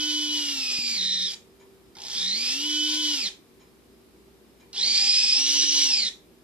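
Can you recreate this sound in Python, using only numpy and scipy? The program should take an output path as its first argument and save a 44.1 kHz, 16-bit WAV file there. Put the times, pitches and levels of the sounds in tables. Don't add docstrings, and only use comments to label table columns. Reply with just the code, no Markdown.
import sys
import numpy as np
from scipy import signal
from scipy.fft import rfft, irfft, next_fast_len
from scipy.io import wavfile
from scipy.ndimage import uniform_filter1d

SR = 44100
rng = np.random.default_rng(int(sys.argv[2]) if len(sys.argv) > 2 else 0)


def to_wav(s):
    ch = np.atleast_2d(s).T
    pcm = np.round(np.clip(ch, -1, 1) * 32767)
    wavfile.write(sys.argv[1], SR, pcm.astype(np.int16))


def gain_from_db(level_db):
    decades = np.asarray(level_db, float) / 20
    return 10 ** decades


N = 283563
TIME = np.arange(N) / SR
REVERSE_S = 4
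FREE_HZ = 305
PINION_TEETH, SECOND_MESH, WHEEL = 10, 1.64, .49


def rms_one(x):
    return x / np.sqrt(np.mean(x ** 2) + 1e-20)


def by_way(winding, paying):
    return np.where(TIME < REVERSE_S, winding, paying)


def in_time(runs):
    s, value = np.transpose(np.vstack(runs))
    return np.interp(TIME, s, value)


def at_hz(points, hz):
    point_hz, value = np.transpose(points)
    return np.interp(np.log(hz + 1), np.log(point_hz), value)


def resonance(hz, centre_hz, width_hz):
    return 1 / (1 + (2 * (hz - centre_hz) / width_hz) ** 2)


def filtered(x, response):
    size = next_fast_len(N + SR)
    hz = np.arange(size // 2 + 1) * SR / size
    return irfft(rfft(x, size) * response(hz), size)[..., :N]


def causal(gain):
    both_sides = np.log(np.r_[gain, gain[-2:0:-1]])
    phase = np.imag(signal.hilbert(both_sides))[:len(gain)]
    return gain * np.exp(-1j * phase)


def drift(rate):
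    r = np.exp(-2 * np.pi * rate * 32 / SR)
    slow = signal.lfilter([1], [1, -2 * r, r * r], rng.standard_normal(N // 32 + 1002))[1000:]
    return np.interp(np.arange(N) / 32, np.arange(len(slow)), rms_one(slow))


def ring(clicks, hz, t60):
    r, w = gain_from_db(-60 / (t60 * SR)), 2 * np.pi * hz / SR
    return signal.lfilter([0, np.sin(w)], [1, -2 * r * np.cos(w), r * r], clicks + 1e-18)


def winch():
    turns_hz, rattle_db = in_time(RUNS), in_time(RATTLE)
    hum_db, tooth_db, octave_db = tones_db(turns_hz)
    idle = np.clip(1 - turns_hz / FREE_HZ, 0, 1)
    speed, angle, cycle, flutter = pulsed_rotor(turns_hz, idle)
    tooth = tooth_whine(angle, tooth_db) * np.clip(turns_hz / 60 - 1.8, 0, 1)
    overtones = tooth_overtones(angle, speed, octave_db) * (1 + 3 * flutter)
    second = second_gear(angle, rattle_db) * (turns_hz / FREE_HZ) ** by_way(6, 2)
    whine = gain_from_db(.3) * tooth + gain_from_db(-.3) * overtones + second
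    gears = gain_from_db(-3.5) * rattle(turns_hz, rattle_db, angle, cycle, idle) + groan() + running() * whine
    return gears, running() * gain_from_db(hum_db + 2.5) * np.sin(angle)


# time in seconds, rotor turns per second.
RUNS = [
    [(0.0, 301), (.36, 296), (.52, 284), (.64, 256), (.8, 246), (.96, 230), (.992, 193), (1.26, 188),
     (1.345, 137)],
    [(1.9524, 62), (2.17, 174), (2.33, 204), (2.385, 232), (2.66, 299), (3.0, 303.5), (3.145, 293),
     (3.22, 249), (3.288, 165)],
    [(4.7295, 135), (4.87, 228), (5.1, 249), (5.34, 254), (5.41, 281), (5.53, 291.5), (5.86, 289.5),
     (5.97, 243), (6.088, 182)],
]


def running():
    return sum((TIME >= run[0][0]) * np.clip((run[-1][0] - TIME) / 0.0042 + 1, 0, 1) for run in RUNS)


def pulsed_rotor(turns_hz, idle):
    pulse_hz = 61.45
    starts = np.array([run[0][0] for run in RUNS])
    latest = starts[np.searchsorted(starts, TIME, "right") - 1]
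    cycle = (TIME - latest) * pulse_hz % 1
    flutter = by_way(.19, .18) * idle * signal.sawtooth(2 * np.pi * cycle, .22)
    speed = turns_hz * (1 + flutter + by_way(.002, .01) * drift(40))
    angle = 2 * np.pi * np.cumsum(speed) / SR
    return speed, angle, cycle, flutter


# rotor turns per second, rotor hum in dB, tooth whine in dB,
# its octave in dB winding in, its octave in dB paying out.
RADIATION = [(136, -69, -68, -67, -60), (166.7, -64, -63.5, -38, -35), (189, -50, -53, -28, -31),
             (239.5, -50.5, -41.5, -30.5, -26), (253.4, -52.5, -39, -31.5, -25.5),
             (276.8, -43, -41.5, -37.5, -26), (292, -39.5, -34, -46, -29), (301.4, -37.5, -31, -43.5, -30)]


def tones_db(turns_hz):
    at, *columns = np.transpose(RADIATION)
    hum_db, tooth_db, in_db, out_db = [np.interp(turns_hz, at, c) for c in columns]
    return hum_db + by_way(0, -4.5), tooth_db + by_way(0, 1), by_way(in_db, out_db)


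def line(order, angle, db, waver_db):
    level = gain_from_db(db + waver_db * drift(35))
    return level * np.sqrt(2) * np.sin(order * angle + rng.uniform(0, 6.25))


SIDEBAND_ORDERS = [0, -1, 1, -SECOND_MESH, SECOND_MESH, 2 * SECOND_MESH, 3 * SECOND_MESH, -WHEEL, WHEEL]
# level in dB winding in, level in dB paying out.
SIDEBANDS = [(0, 0), (-24, -20), (-9, -9), (-22, -20), (-9, -12), (-13, -3), (-15, -6), (-25, -14),
             (-12, -8)]


def tooth_whine(angle, tooth_db):
    return sum(line(PINION_TEETH + off, angle, tooth_db + by_way(in_db, out_db), 2.5 if off else .8)
               for off, (in_db, out_db) in zip(SIDEBAND_ORDERS, SIDEBANDS))


# distance in rotor multiples, level in dB.
OVERTONE_SIDEBANDS = [(0, 0), (-SECOND_MESH, -14), (SECOND_MESH, -16), (-WHEEL, -10), (WHEEL, -10)]
# frequency in Hz, level in dB.
THIRD = [(3000, 4.5), (5000, 2), (6000, -18), (7200, -13), (9000, -42.5)]


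def tooth_overtones(angle, speed, octave_db):
    third_db = octave_db + at_hz(THIRD, 3 * PINION_TEETH * speed)
    total = 0
    for off, db in OVERTONE_SIDEBANDS:
        slack_db = by_way(0, 5 * bool(off))
        total = total + line(2 * PINION_TEETH + off, angle, octave_db + db + slack_db, by_way(0.96, 3.5))
        total = total + line(3 * PINION_TEETH + off, angle, third_db + db, 3.3)
    return total


# level in dB winding in, level in dB paying out.
SECOND_GEAR_DB = [(-43, -46), (-31, -35), (-31, -43), (-33, -42)]


def second_gear(angle, rattle_db):
    return sum(line((k + 1) * SECOND_MESH, angle, rattle_db + by_way(*db), 3)
               for k, db in enumerate(SECOND_GEAR_DB))


# frequency in Hz, level in dB per Hz.
CASE = [(300, -20.5), (500, -18), (650, -24.5), (900, -19), (1150, -24), (1450, -19.5), (2000, -13.5),
        (2500, -22), (3200, -5), (5100, 6), (6400, -2), (10200, -24.5), (11100, -30.5), (12300, -29),
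        (14300, -76)]
# frequency in Hz, width in Hz, height in dB.
RINGS = [(780, 550, 2.5), (2438, 500, 16.5), (3060, 125, 8), (3350, 240, 7.5), (3648, 68, 10),
         (3968, 144, 8), (4590, 92, 5.5), (5066, 73, 6), (5690, 200, 2.5), (7100, 170, 6)]


def case_gain(hz):
    rings_db = sum(db * resonance(hz, ring_hz, width_hz) for ring_hz, width_hz, db in RINGS)
    return causal(rms_one(gain_from_db(at_hz(CASE, hz) + rings_db)))


# time in seconds, level in dB.
RATTLE = [
    [(0.0, -26.5), (.5, -28), (.96, -29.5), (1.02, -30.5), (1.345, -29.5)],
    [(1.953, -45), (2.04, -31), (2.14, -27.5), (2.32, -28.5), (2.45, -28.5), (3.15, -27), (3.288, -31)],
    [(4.731, -42), (4.8, -28), (4.96, -21), (5.3, -23), (5.4, -22.5), (5.85, -22), (5.97, -23.5),
     (6.088, -27.5)],
]


def rattle(turns_hz, rattle_db, angle, cycle, idle):
    push = 1 + np.clip(1.35 * idle ** 2, 0, .9) * (3 * np.exp(-3.5 * cycle) - 1)
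    gate = np.exp(.5 * np.cos(SECOND_MESH * angle) + 0.07 * np.cos(angle) + 0.063 * np.cos(WHEEL * angle))
    knocking = rms_one(rng.standard_normal(N) * gate * push)
    knocking = filtered(running() * gain_from_db(rattle_db + 1.74 * drift(8.5)) * knocking, case_gain)
    low = filtered(knocking, lambda hz: 1 / (1 + (hz / 1760) ** 4))
    share_gone = by_way(0, 0.28) + 0.0036 * (turns_hz - 200)
    return knocking - np.clip(share_gone, -.4, .8) * low


def groan():
    since = [TIME - run[0][0] for run in RUNS[1:]]
    swell = sum(np.clip(t / 0.019, 0, 1) * np.exp(-(np.maximum(t, 0) / 0.15) ** 2) for t in since)
    tone = filtered(rng.standard_normal(N), lambda hz: resonance(hz, 836, 240))
    return gain_from_db(-57) * swell * rms_one(tone)


# frequency in Hz, level in dB per Hz.
BRUSHES = [(5000, -18), (7000, -19), (9500, -7.5), (10800, -11), (12000, -2.5), (13500, -29.5)]


def brushes():
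    level_db = by_way(-51, -57) + 30 * np.log10(in_time(RUNS) / FREE_HZ)
    hiss = filtered(rng.standard_normal((2, N)), lambda hz: gain_from_db(at_hz(BRUSHES, hz)))
    return running() * gain_from_db(level_db) * rms_one(hiss)


# time in seconds, level in dB, frequency in Hz, time to fade by 60 dB in seconds.
KNOCKS = [
    (.787, -31, 250, 0.028),
    (5.636, -34.5, 336, 0.052),
    (5.633, -31.5, 1700, 0.016),
]


def knocks():
    return sum(-gain_from_db(db) * ring(np.arange(N) == round(s * SR), hz, t60) for s, db, hz, t60 in KNOCKS)


# frequency in Hz, left minus right in dB.
SIDE_DB = [(60, 7), (110, -2.5), (200, -22), (370, -29), (670, 11.5), (1230, -13.5), (2260, 3),
           (4130, -3.5), (7570, 0.5), (13800, 36)]


def to_ports(x):
    side = np.array([[.5], [-.5]])
    lag_s = 2.5 / SR
    return filtered(x, lambda hz: gain_from_db(side * at_hz(SIDE_DB, hz)) * np.exp(-2j * np.pi * hz * side * lag_s))


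# frequency in Hz, level in dB.
ROOM = [(200, -22), (600, 5.5), (1200, 2.5), (2500, -2.5), (5000, -14), (8000, 0.5), (12000, 6.5)]


def kitchen(x):
    t = TIME[:SR // 2]
    tail = rng.standard_normal((2, len(t))) * gain_from_db(-60 * t / 0.26) * (t > .003)
    tail = tail / np.sqrt(np.sum(tail[0] ** 2))
    echoes = signal.fftconvolve(x[None], tail, axes=1)[:, :N]
    return filtered(echoes, lambda hz: gain_from_db(at_hz(ROOM, hz)))


# frequency in Hz, level in dB, time to fade by 60 dB in seconds.
CLOCK = [(1000, -9, .04), (2385, -5, .018), (3200, -7, .012), (4000, -5, .015), (5420, -7, .012),
         (6800, -5, .012)]


def clock():
    first_s, every_s, scratch_s = .597, 1.0, 0.045
    since = (TIME - first_s) % every_s / scratch_s
    swell = np.sqrt(np.sin(np.pi * np.minimum(since, 1) ** 0.4).clip(0))
    scratch = gain_from_db(-60.5) * swell * rng.standard_normal(N)
    direct = filtered(scratch, lambda hz: 1 / (1 + (1500 / (hz + 1)) ** 4) / (1 + (hz / 7500) ** 8))
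    return direct + gain_from_db(-16) * sum(gain_from_db(db) * ring(scratch, hz, t60) for hz, db, t60 in CLOCK)


# frequency in Hz, width in Hz, level in dB.
HUM = [(59.2, 4, -69), (237, 8, -71), (388, 5, -65), (474, 6, -72), (2374, 10, -87), (3870, 50, -87),
       (5098, 15, -81)]


def appliances():
    total = 0
    for tone_hz, width_hz, db in HUM:
        tone = filtered(rng.standard_normal(N), lambda hz: resonance(hz, tone_hz, width_hz))
        total = total + gain_from_db(db) * rms_one(tone)
    return total


# frequency in Hz, level in dB per Hz.
AIR = [(15, -51), (25, -41), (49, -10), (152, -10), (227, -3.5), (259, -7), (386, -3), (418, -7.5),
       (477, -13.5), (856, -19), (1120, -19.5), (1460, -22.5), (4940, -26), (6110, -30), (14300, -29)]
# frequency in Hz, likeness from 0 to 1.
LIKENESS = [(60, 0.24), (180, 0.63), (530, 0.59), (1570, 0.056), (4660, 0.018), (13800, 0.01)]


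def air():
    mid, side = rng.standard_normal((2, N))
    alike = lambda hz: np.clip(at_hz(LIKENESS, hz), 0, 1)
    mid = filtered(mid, lambda hz: gain_from_db(at_hz(AIR, hz)) * np.sqrt(1 + alike(hz)))
    side = filtered(side, lambda hz: gain_from_db(at_hz(AIR, hz)) * np.sqrt(1 - alike(hz)))
    return gain_from_db(-56) * rms_one(np.array([mid + side, mid - side]))


def scene():
    gears, hum = winch()
    ticks = clock()
    close = to_ports(gears) + hum + knocks() + brushes()
    echoes = kitchen(gears + hum + gain_from_db(2.5) * ticks)
    return close + echoes + gain_from_db(-1.5) * ticks + appliances() + air()


def starved(x):
    hz, _, frames = signal.stft(x, SR, nperseg=2048, noverlap=1536)
    power = np.mean(np.abs(frames) ** 2, axis=0)
    band = np.abs(uniform_filter1d(uniform_filter1d(power, size=5, axis=0), size=4, axis=1))
    band[hz < 140] = band[hz < 140].max(axis=0)
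    band_db = 10 * np.log10(band / power.sum(axis=0) + 1e-12)
    limit_db = np.select([hz < 140, hz < 2000, hz > 10000], [-44, -50, -49], -90)[:, None]
    keep = .03 + .97 / (1 + gain_from_db(8 * (limit_db - band_db)))
    return signal.istft(frames * keep, SR, nperseg=2048, noverlap=1536)[1][:, :N]


def low_pass(x):
    return signal.sosfilt(signal.butter(12, 14450, fs=SR, output="sos"), x)


def record(dry):
    cut = signal.sosfilt(signal.cheby2(12, 60, 15350, fs=SR, output="sos"), dry)
    return low_pass(starved(cut))


dry = scene()
out = record(dry)
to_wav(out)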